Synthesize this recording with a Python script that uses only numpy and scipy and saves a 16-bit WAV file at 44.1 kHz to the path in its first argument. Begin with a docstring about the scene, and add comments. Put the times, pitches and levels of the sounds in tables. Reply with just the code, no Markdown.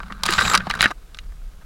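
"""Tall dry grass snaps, rubs and scrapes over the plastic shell of a small camera carried through a meadow.
Each touch is a burst of stick-slip impulses, rung through the shell as a hollow knock and a dry crack.
Decaying sines make the bumps of heavier stalks; treble noise makes a seed head sliding past.
Low noise is the body's thrum and the wind on the port; a faint steady hiss lies under it all.
Once the grass has cleared, a few last tips tick over wind, hiss and a trace of scrape."""
import sys
import numpy as np
from scipy import signal
from scipy.fft import rfft, irfft, next_fast_len
from scipy.io import wavfile
from scipy.ndimage import uniform_filter1d, minimum_filter1d, map_coordinates

SR = 44100
rng = np.random.default_rng(int(sys.argv[2]) if len(sys.argv) > 2 else 0)


def persist_wave(psi):
    """Save psi, clipped to +-1, as 16-bit WAV."""
    counts = np.round(np.clip(psi, -1, 1) * 32767).astype(np.int16)
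    wavfile.write(sys.argv[1], SR, np.atleast_2d(counts).T)


N = 72765  # length in samples
SIZE = 4096  # samples in one touch and in the shell's filter
TOUCH_T = np.arange(SIZE) / SR  # seconds within a touch
TOUCH_HZ = np.fft.rfftfreq(SIZE, 1 / SR)
SNAP_SLIPS_PER_S, SCRAPE_SLIPS_PER_S, SLIP_SPREAD_DB = 7000, 1500, 4.5
FLUTTER_DB, FLUTTER_PER_S = 3, 170  # unsteady pressure of the scrape and the seed head


def amp(db):
    """Decibels to gain."""
    return 10 ** (np.asarray(db) / 20)


def unit(x):
    """Scale to rms 1."""
    return x / np.sqrt(np.mean(x ** 2) + 1e-20)


def along(points, hz):
    """Read (Hz, value) points on a log frequency axis."""
    f, v = np.transpose(points)
    return np.interp(np.log(hz + 1), np.log(f + 1), v)


def curves(rows):
    """One value per sample for each column after the time."""
    s, *cols = np.transpose(rows)
    t = np.arange(N) / SR
    return [np.interp(t, s, col) for col in cols]


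def wobble(rate):
    """A smooth random curve, rate knots a second."""
    return map_coordinates(rng.standard_normal(N), [np.arange(N) * rate / SR])


def noise(colour):
    """Noise of rms 1, its spectrum shaped by (Hz, dB) points."""
    spectrum = rfft(rng.standard_normal(N))
    gain = amp(along(colour, np.fft.rfftfreq(N, 1 / SR)))
    return unit(irfft(spectrum * gain, N))


def ring(x, gain):
    """Pass x through the minimum-phase filter with this gain, so that the ringing follows the blow."""
    cepstrum = irfft(np.log(np.maximum(gain, 1e-6)))
    cepstrum[1:SIZE // 2] *= 2
    cepstrum[SIZE // 2 + 1:] = 0
    response = irfft(np.exp(rfft(cepstrum)))
    return signal.fftconvolve(x, response)[:len(x)]


def add(track, s, x):
    """Mix x into the track at s seconds."""
    i = max(0, round(s * SR))
    track[i:i + len(x)] += x[:max(0, N - i)]


# Wind on the port. Each row: time in seconds, level in dB.
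WIND = [(0, -36.5), (.5, -41), (1.03, -41), (1.27, -33.5), (1.65, -39)]
# Colour of the wind, nearly all deep bass. Each row: frequency in Hz, relative level in dB.
WIND_COLOUR = [(12, -16.5), (36, -0.5), (100, -31.5), (180, -31), (600, -80.5)]
# Colour of the hiss, falling to the treble. Each row: frequency in Hz, relative level in dB.
HISS_FLOOR_COLOUR = [(200, 0), (700, -6), (1400, -11.5), (2100, -12), (9500, -18), (16000, -23)]
HISS_FLOOR_DB = -56


def air():
    """Wind rumbles on the port as swelling low noise, over a faint steady hiss."""
    wind = amp(curves(WIND)[0]) * noise(WIND_COLOUR)
    return wind + amp(HISS_FLOOR_DB) * noise(HISS_FLOOR_COLOUR)


# The camera body pushed by the grass. Each row: time in seconds, level in dB.
THRUM = [(0, -46), (.23, -41), (.45, -29.5), (.74, -39.5), (.87, -35), (.96, -63.5)]
# Colour of the thrum. Each row: frequency in Hz, relative level in dB.
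THRUM_COLOUR = [(40, -5), (135, -8), (195, -1.5), (280, -24.5), (1500, -66)]


def thrum():
    """The camera body thrums while it is pushed: low noise that follows the push."""
    return amp(curves(THRUM)[0]) * noise(THRUM_COLOUR)


# Bumps of heavier stalks. Each row: start in seconds, pitch in Hz, level before the envelope in dB,
# decay time in seconds.
THUMPS = [(0.114, 192, -28, 0.013), (.292, 343, -15, .006), (0.577, 186, -23, 0.019),
          (0.673, 187, -21, 0.014), (0.808, 166, -15, 0.0033), (.857, 247, -3.5, 0.0013)]
THUMP_RISE_S, THUMP_WOBBLE_RAD = 0.00093, 0.17


def thumps():
    """A bump sets the body ringing low: a decaying sine with an unsteady phase."""
    out, t = np.zeros(N), np.arange(N) / SR
    for s, hz, db, decay in THUMPS:
        envelope = (1 - np.exp(-t / THUMP_RISE_S)) * np.exp(-t / decay)
        phase = 2 * np.pi * hz * t + THUMP_WOBBLE_RAD * wobble(hz)
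        add(out, s, amp(db) * envelope * np.sin(phase))
    return out


# A seed head sliding past. Each row: time in seconds, level in dB before the flutter.
HISS = [(.24, -88), (.29, -42), (.51, -30.5), (.545, -36.5), (.57, -92)]
# Treble bands of its bristles. Each row: frequency in Hz, relative level in dB.
HISS_COLOUR = [(5500, -11.5), (7700, 10), (8600, -29), (12700, -8.5), (14200, -22)]


def hiss():
    """The fine bristles of a seed head brush by as fluttering treble noise that rises and dies away."""
    level_db = curves(HISS)[0] + FLUTTER_DB * wobble(FLUTTER_PER_S)
    return amp(level_db) * noise(HISS_COLOUR)


def slips(rate, size):
    """Tiny stick-slip impulses of uneven strength and random sign, rms 1."""
    hit = rng.random(size) < rate / SR
    sign = np.sign(rng.standard_normal(size))
    strength = amp(SLIP_SPREAD_DB * rng.standard_normal(size))
    return unit(hit * sign * strength)


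STALK_COLOUR_DB, STALK_SPACING_HZ = 2.5, 394.6  # depth and spacing of the unevenness


def stalk():
    """The uneven resonances of one stalk, as a gain drawn afresh each time."""
    return amp(STALK_COLOUR_DB * map_coordinates(rng.standard_normal(SIZE), [TOUCH_HZ / STALK_SPACING_HZ]))


# Broad colour of the plastic shell. Each row: frequency in Hz, gain in dB.
SHELL = [(200, -9), (950, -6), (2100, -4.5), (4200, -7.5), (9000, -21.5), (14000, -35.5)]
# Resonances of the shell. Each row: frequency in Hz, width in Hz, lift in dB.
RESONANCES = [(1224, 120, 4.5), (1547, 62, 5.5), (2862, 57, 2.5), (3890, 370, 6.5), (4860, 330, 4.5),
              (10030, 920, 5.5)]
CONTACT_DB, CONTACT_OCTAVES = 9, 0.46  # lift around the knock's centre: height, width
KNOCK_REACH = 1.35  # the knock rolls off above this multiple of its centre
CRACK_LOW_HZ = 2250  # highest corner below which the crack rolls off
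CRACK_CENTRE_HZ = 4200  # pivot of the crack's brightness


def shell(centre_hz, tilt_db):
    """Gains of the shell's hollow knock, lifted by the place of contact, and of the dry crack above it."""
    hz = TOUCH_HZ + 1
    resonance_db = sum(db / (1 + (2 * (hz - f) / width) ** 2) for f, width, db in RESONANCES)
    gain = amp(along(SHELL, hz) + resonance_db)
    edge_hz = KNOCK_REACH * centre_hz
    below = 1 / np.sqrt(1 + (hz / edge_hz) ** 10)
    above = 1 / np.sqrt(1 + (min(CRACK_LOW_HZ, edge_hz) / hz) ** 10)
    place = amp(CONTACT_DB * np.exp(-(np.log2(hz / centre_hz) / CONTACT_OCTAVES) ** 2))
    knock = gain * place * below
    crack = gain * amp(tilt_db * np.log2(hz / CRACK_CENTRE_HZ)) * above
    return knock, crack


STALK_LOW_HZ = 557  # a light stalk pushes little below this


def touch(forces, length_s, knock_db, centre_hz, crack_db, tilt_db):
    """One contact sets off knock and crack together, tinted by the stalk."""
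    hz = TOUCH_HZ + 1
    tint = stalk() * hz / np.hypot(hz, STALK_LOW_HZ)
    knock_gain, crack_gain = shell(centre_hz, tilt_db)
    knock = amp(knock_db) * unit(ring(forces[0], knock_gain * tint))
    crack = amp(crack_db) * unit(ring(forces[1], crack_gain * tint))
    # count the levels over the contact instead of the whole window
    return (knock + crack) * np.sqrt(length_s * SR / SIZE)


# Steady drag of blades. Each row: time in seconds, level of the body in dB, level of the rasp in dB,
# both before the flutter.
SCRAPE = [(0, -49.5, -58.5), (.228, -47, -58.5), (.25, -35, -36.5), (.305, -26, -25.5), (.362, -30, -31),
          (.41, -25.5, -26), (.53, -24.5, -33), (.59, -34.5, -48), (.655, -45.5, -55), (.725, -39.5, -45.5),
          (.775, -34.5, -46), (.83, -35.5, -27.5), (.89, -34.5, -42), (.935, -64.5, -70.5)]
BLADE_COUNT, BLADE_S = 92, 0.0357  # blades in all, time each stays on the shell
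SCRAPE_CENTRE_HZ, SCRAPE_TILT_DB = 1300, 0  # centre of the body, brightness of the rasp per octave


def scrape():
    """Blade after blade slides over the shell, each with its own colour, under a fluttering pressure."""
    body, rasp = np.zeros(N), np.zeros(N)
    arch = np.sqrt(np.maximum(TOUCH_T * (BLADE_S - TOUCH_T), 0))
    body_gain, rasp_gain = shell(SCRAPE_CENTRE_HZ, SCRAPE_TILT_DB)
    for s in np.linspace(0, N / SR, BLADE_COUNT):
        force = slips(SCRAPE_SLIPS_PER_S, SIZE) * arch
        tint = stalk()
        add(body, s, unit(ring(force, body_gain * tint)))
        add(rasp, s, unit(ring(force, rasp_gain * tint)))
    body_db, rasp_db = curves(SCRAPE)
    pressure = amp(FLUTTER_DB * wobble(FLUTTER_PER_S))
    return pressure * (amp(body_db) * unit(body) + amp(rasp_db) * unit(rasp))


# Stalks rubbing briefly along the shell. Each row: start in seconds, length in seconds, knock level in dB,
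# knock centre in Hz, crack level in dB, brightness of the crack in dB per octave.
RUBS = [(0.099, 0.017, -35, 1240, -65, 5), (0.38, 0.014, -17, 1280, -20, -4),
        (0.446, 0.016, -31, 1620, -26, -8), (.817, 0.0045, -35, 1620, -18.5, 9.5),
        (0.829, 0.028, -20.5, 1770, -26.5, -4.5), (0.904, 0.016, -26.5, 1220, -39, 2),
        (1.32, .009, -51.5, 1410, -67.5, 4), (1.607, 0.026, -54, 1360, -67.5, 3)]


def rubs():
    """A stalk slides on the shell in a short arch of slips."""
    out = np.zeros(N)
    for s, length, *colour in RUBS:
        arch = np.sqrt(np.maximum(TOUCH_T * (length - TOUCH_T), 0))
        force = slips(SNAP_SLIPS_PER_S, SIZE) * arch
        add(out, s, touch([force, force], length, *colour))
    return out


# Stalks striking the housing. Each row: start in seconds, knock level in dB, knock centre in Hz,
# crack level in dB, brightness of the crack in dB per octave.
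SNAPS = [(.0025, -26.5, 1210, -41, -1.5), (.032, -34, 1170, -41, -2.5), (.123, -29.5, 1317, -34, -4.5),
         (0.2352, -20, 880, -15, 3.5), (0.2563, -21.5, 1200, -21, 3), (0.2627, -20, 1190, -18, 4),
         (.281, -35, 1390, -25, -13), (0.2885, -17, 1430, -19, -6), (0.3077, -24, 1900, -24, 9),
         (.3252, -19, 1170, -17.5, 1), (0.336, -30, 1520, -18.5, 2), (0.3914, -13.5, 1590, -31, -10),
         (0.4101, -11, 1330, -24, 6), (0.4796, -20, 1280, -18.5, 0), (0.4992, -18, 1620, -21, 3.5),
         (0.5364, -15, 1190, -18, 4), (.543, -7.5, 1210, -17, -2), (0.5505, -8, 1050, -2, 1.5),
         (0.558, -11.5, 1380, -37.5, 7), (0.576, -24, 1450, -15.5, -1.5), (.605, -23.5, 1700, -37, -8.5),
         (0.6692, -21.5, 970, -34, -4.5), (.698, -31, 1270, -32, 7.5), (0.7014, -19, 1065, -20.5, -2.5),
         (0.71, -20, 1720, -22.5, 0.5), (0.7388, -19.5, 1530, -35.5, 3), (0.752, -23, 1280, -31.5, 4.5),
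         (0.8081, -11.5, 1980, -12.5, 0.5), (0.8268, -9.5, 1610, -15.5, 1),
         (0.8411, -13.5, 1570, -22.5, 5.5), (0.8578, -6.5, 1660, -25, 3), (1.1463, -42.5, 1760, -36.5, -1),
         (1.171, -45, 1300, -46.5, 4), (1.188, -49, 1480, -29.5, -3)]
SNAP_LENGTH_S = 0.0035  # the time over which a snap's level is counted
FIRST_SLIP_DB = 16  # the first hard slip against the chatter
KNOCK_DECAY_S, CRACK_DECAY_S = 0.0045, 0.0029
SNAP_TAIL_S, TAIL_DB = 0.0124, -29  # a longer, fainter chatter behind both


def snaps():
    """A stalk hits with one hard slip and chatters briefly; the crack dies sooner than the knock."""
    out = np.zeros(N)
    first_slip = amp(FIRST_SLIP_DB) * signal.unit_impulse(SIZE)
    tail = amp(TAIL_DB) * np.exp(-TOUCH_T / SNAP_TAIL_S)
    for s, *colour in SNAPS:
        chatter = slips(SNAP_SLIPS_PER_S, SIZE)
        knock_force = first_slip + chatter * (np.exp(-TOUCH_T / KNOCK_DECAY_S) + tail)
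        crack_force = first_slip + chatter * (np.exp(-TOUCH_T / CRACK_DECAY_S) + tail)
        add(out, s, touch([knock_force, crack_force], SNAP_LENGTH_S, *colour))
    return out


def scene():
    """Everything at the one microphone."""
    background = air() + thrum()
    grass = thumps() + hiss() + scrape() + rubs() + snaps()
    return (background + grass)[None]


LIMIT_DB, TOP_HZ = -0.4, 15950  # limiter ceiling re full scale, top of the band


def record(dry):
    """A fast limiter holds peaks just under full scale; then all at and above the top of the band is cut."""
    need = np.minimum(1, amp(LIMIT_DB) / (np.abs(dry) + 1e-9))
    limited = dry * uniform_filter1d(minimum_filter1d(need, size=61), size=61)
    m = next_fast_len(N + SIZE)
    in_band = np.fft.rfftfreq(m, 1 / SR) < TOP_HZ
    return irfft(rfft(limited, m) * in_band, m)[..., :N]


dry = scene()
out = record(dry)
persist_wave(out)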